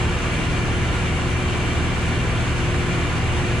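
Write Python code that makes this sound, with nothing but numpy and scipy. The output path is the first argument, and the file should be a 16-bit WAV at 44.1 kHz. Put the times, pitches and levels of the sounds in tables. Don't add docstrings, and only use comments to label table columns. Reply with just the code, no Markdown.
import sys
import numpy as np
from scipy import signal
from scipy.fft import rfft, irfft
from scipy.io import wavfile
from scipy.ndimage import uniform_filter1d, minimum_filter1d

SR = 44100
rng = np.random.default_rng(int(sys.argv[2]) if len(sys.argv) > 2 else 0)


def generate_wav(sig):
    pcm = np.round(np.clip(np.atleast_2d(sig).T, -1, 1) * 32767).astype(np.int16)
    wavfile.write(sys.argv[1], SR, pcm)


N = 158760

# t/s, turns per second/Hz
SHAFT_SPEED = [(0.0, 39.82), (0.45, 39.85), (0.9, 39.78), (1.35, 39.8), (1.8, 39.78), (2.25, 39.76),
               (2.7, 39.68), (3.15, 39.65), (3.6, 39.71)]
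# multiple of shaft speed (played at the nearest half),
# level/dB before swell and HUM_DB, left minus right/dB, left phase lead/rad
ENGINE_TONES = [(0.998, -33.7, -2, 0.21), (1.507, -44, 2, 0.11), (1.988, -30.5, -4, 0.15),
                (2.494, -37.0, -3, -0.0), (3.032, -29.5, 3.5, -0.5), (4.022, -34, -1, -0.2),
                (4.507, -40.2, -1, -0.0), (4.96, -54, 10, 0.0), (5.47, -46, -2, -0.1),
                (5.98, -39.5, 6, 0.22), (7.06, -48, -3, -0.2), (7.455, -47, -9, -0.2),
                (7.97, -45.5, 1, 0.2), (9.05, -36, 2.5, 0.0), (9.55, -50.5, 4, -0.0), (9.99, -47, 2, -0.1),
                (10.49, -49, 0, -0.3), (12, -44, -4, 0.1), (12.38, -54, 15, -0.0021), (12.93, -55, 4, -0.4),
                (15.02, -52, 6, 0.68), (17.1, -47, -2, -0.4), (17.93, -58, -6, -0.1), (19.2, -56, -8, -0.9),
                (22.45, -55.5, -11, -0.68), (23.5, -62, -15, 0.6)]
# t/s, added level/dB
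FIRING_SWELL = [(0.0, 2.5), (0.48, -2), (1.2, -2.5), (1.68, 2), (2.16, -2), (3.12, -2.5), (3.36, 2.5),
                (3.6, -0.8)]
# t/s, added level/dB
HUM_SWELL = [(0.0, -3.7), (0.72, 1.7), (1.2, -2.5), (1.44, -1.5), (1.92, 1.2), (2.64, 1), (3.6, 1.9)]
# t/s, added level/dB
DRONE_SWELL = [(0.0, 1.5), (0.24, -2.5), (0.48, -4.5), (0.72, -0.8), (1.2, 0), (1.44, 1.5), (1.92, -2.5),
               (2.4, -3.5), (2.64, 2.2), (2.88, 4), (3.12, -0.8), (3.6, 1.3)]
# f/Hz, relative level per Hz/dB
ROAR_COLOUR_LEFT = [(10, -21), (27, 1), (46, -8), (60, 3), (85, 0), (168, -5), (576, -17), (763, -13),
                    (894, -18.8), (1100, -14.5), (1570, -18.5), (1810, -16), (1930, -20.5), (2370, -12),
                    (2590, -20.5), (2750, -15), (2890, -18.5), (3110, -20), (3300, -25), (3420, -22.5),
                    (4160, -31), (4370, -24.5), (4650, -32.8), (7390, -31.5), (8770, -35.5), (9320, -31),
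                    (10300, -41), (10900, -53), (11200, -48), (11500, -55.6), (15000, -55.5)]
# f/Hz, relative level per Hz/dB
ROAR_COLOUR_RIGHT = [(10, -21), (27, -12), (46, -13), (60, 2.5), (85, 0), (168, -4.5), (353, -11),
                     (414, -14.5), (872, -16.5), (986, -14.5), (1340, -17.5), (1400, -13), (1690, -17.5),
                     (1860, -14.5), (1980, -15.5), (2210, -18), (2460, -18), (2780, -18.5), (5190, -32.5),
                     (5450, -27), (5650, -32), (6080, -27.5), (7040, -32), (7390, -27.5), (7760, -31.5),
                     (8550, -34), (10400, -43.5), (10900, -52.6), (11200, -49), (11500, -56.8),
                     (11900, -55), (15000, -57)]
# f/Hz, coherence (0-1), left phase lead/rad
SIDE_LIKENESS = [(20,1,0),(128,.94,-0.06),(247,0.91,0),(409,.92,0),(760,0.78,-0.4),(920,.68,0),(1050,0.72,0),(1200,.64,.5),(1420,0.86,-0.2),(1530,0.13,1),(1620,.68,-0.8),(1735,.5,0),(1880,0.6,1.85),(2010,0.6,.1),(2200,.62,1.34),(2350,0.63,0.36),(2700,0.2,.5),(2790,0.64,.5),(3020,.64,-.9),(3490,.68,-0.3),(3890,0.6,0.5),(4370,0.76,0),(5040,0.1,-1),(5650,.38,-3),(6200,.08,-2),(6760,0.26,-1),(8000,0.07,0.5),(8560,.1,-3),(9440,0.14,0.5),(10300,.05,0),(11200,.45,0),(12300,.18,0),(14000,0.2,-2)]
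# f/Hz, width/Hz, left lift/dB, right lift/dB
CABIN_RESONANCES = [(525, 27, 0.5, -1), (745, 26, 0.5, 1.5), (1013, 30, 3.5, 2), (1180, 25, 3, 1),
                    (1422, 41, 1.5, 3.5), (1760, 28, 2, 0.5), (1966, 58, 3, -0.5), (2183, 30, 3.5, 4),
                    (2356, 42, 2.5, 2.5), (2770, 33, 2, 3.5), (2880, 50, 2.5, 4.5), (3114, 44, 4.5, 4.5)]

HUM_DB, BUZZ_DB, ROAR_DB = 0.5, -43, -23.5
WAVER, WAVER_PER_ORDER, WAVER_HZ = 0.091, 0.024, 3.5
SHAFT_JITTER, JITTER_HZ = 0.00129, 7.6
BUZZ_LOW_HZ, BUZZ_HIGH_HZ = 550, 2600
PATCH_DB = 0.84
FLUTTER_DB, FLUTTER_HZ, FLUTTER_ABOVE_HZ = 0.46, 16, 2500
RIPPLE_DB, RIPPLE_STEP_HZ, RIPPLE_ABOVE_HZ = 1.34, 21.95, 550
LIMIT_DB, LIMIT_S = -11.5, 0.015
EDGE_HZ = 15150


def shaft_angle():
    hz = np.interp(np.arange(N) / SR, *np.transpose(SHAFT_SPEED))
    uneven_hz = hz * (1 + SHAFT_JITTER * drift(JITTER_HZ).real)
    return 2 * np.pi * np.cumsum(uneven_hz) / SR


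def hum(angle):
    out, t = np.zeros((2, N)), np.arange(N) / SR
    side = np.array([[.5], [-.5]])
    swells = {2: FIRING_SWELL, 3: HUM_SWELL, 9: DRONE_SWELL}
    for multiple, db, balance_db, lead in ENGINE_TONES:
        order = round(2 * multiple) / 2
        if order in swells:
            db = db + np.interp(t, *np.transpose(swells[order]))
        waver = unit(1 + (WAVER + WAVER_PER_ORDER * order) * drift(WAVER_HZ))
        start_phase = 2 * np.pi * rng.random()
        tone = waver * np.exp(1j * (order * angle + start_phase))
        gain = np.sqrt(2) * amp(db + side * balance_db)
        out += gain * (tone * np.exp(1j * side * lead)).real
    return amp(HUM_DB) * out


def buzz(angle, size=4096):
    hz = np.arange(size // 2 + 1) * np.mean(np.transpose(SHAFT_SPEED)[1]) / 2
    rise = (hz / BUZZ_LOW_HZ) ** 4 / (1 + (hz / BUZZ_LOW_HZ) ** 4)
    fall = 1 / (1 + (hz / BUZZ_HIGH_HZ) ** 4)
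    random_phase = np.exp(2j * np.pi * rng.random((3, len(hz))))
    common, left, right = irfft(rise * fall * random_phase)
    place = angle / (4 * np.pi) % 1 * size
    sides = np.array([np.interp(place, np.arange(size), common + own) for own in (left, right)])
    return amp(BUZZ_DB) * unit(sides)


def roar():
    white = patchy_noise()
    hz = np.fft.rfftfreq(N, 1 / SR)
    spectrum = rfft(white) * cabin(hz)
    upper = hz ** 2 / (hz ** 2 + FLUTTER_ABOVE_HZ ** 2)
    flutter = amp(FLUTTER_DB * unit(drift(FLUTTER_HZ).real))
    steady_part = irfft(spectrum * (1 - upper), N)
    treble_part = flutter * irfft(spectrum * upper, N)
    return amp(ROAR_DB) * unit(steady_part + treble_part)


def patchy_noise():
    hz, frames = np.fft.rfftfreq(4096, 1 / SR), N // 1024 + 5
    a, b, c, d, patches = rng.standard_normal((frames, len(hz), 5)).T
    patches = uniform_filter1d(patches, size=3, axis=1)
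    patches = unit(uniform_filter1d(patches, size=20, axis=0))
    f, same, lead = np.transpose(SIDE_LIKENESS)
    like = np.interp(np.log(hz + 1), np.log(f + 1), np.clip(same, 0, 1) * np.exp(-1j * lead))[:, None]
    left = a + 1j * b
    right = like * left + np.sqrt(abs(1 - abs(like) ** 2)) * (c + 1j * d)
    z = np.array([left, right]) * amp(PATCH_DB * patches)
    return signal.istft(z, nperseg=4096, noverlap=3072)[1][:, :N]


def cabin(hz):
    db = np.array([read(ROAR_COLOUR_LEFT, hz), read(ROAR_COLOUR_RIGHT, hz)])
    for centre, width, left_db, right_db in CABIN_RESONANCES:
        peak = 1 / (1 + (2 * (hz - centre) / width) ** 2)
        db += np.outer([left_db, right_db], peak)
    ripple = np.interp(hz / RIPPLE_STEP_HZ, np.arange(2000), rng.standard_normal(2000))
    return amp(db + RIPPLE_DB * ripple * hz / (hz + RIPPLE_ABOVE_HZ))


def drift(rate_hz, size=2048):
    hz = np.fft.fftfreq(size, N / SR / size)
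    noise = rng.standard_normal(size) + 1j * rng.standard_normal(size)
    slow = np.fft.ifft(noise * np.exp(-(hz / rate_hz) ** 2))
    return np.interp(np.linspace(0, size - 1, N), np.arange(size), unit(slow))


def amp(db):
    return 10 ** (np.asarray(db) / 20)


def unit(x):
    return x / np.sqrt(np.mean(abs(x) ** 2) + 1e-20)


def read(points, hz):
    f, value = np.transpose(points)
    return np.interp(np.log(hz + 1), np.log(f + 1), value)


def scene():
    angle = shaft_angle()
    return hum(angle) + buzz(angle) + roar()


def record(dry):
    span = max(round(LIMIT_S * SR), 1)
    need = np.minimum(1, amp(LIMIT_DB) / (abs(dry).max(0) + 1e-9))
    gain = uniform_filter1d(minimum_filter1d(need, span), span) ** .5
    lowpass = signal.firwin(511, EDGE_HZ, window=("kaiser", 9), fs=SR)
    return signal.oaconvolve(dry * gain, lowpass[None], "same")


dry = scene()
out = record(dry)
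generate_wav(out)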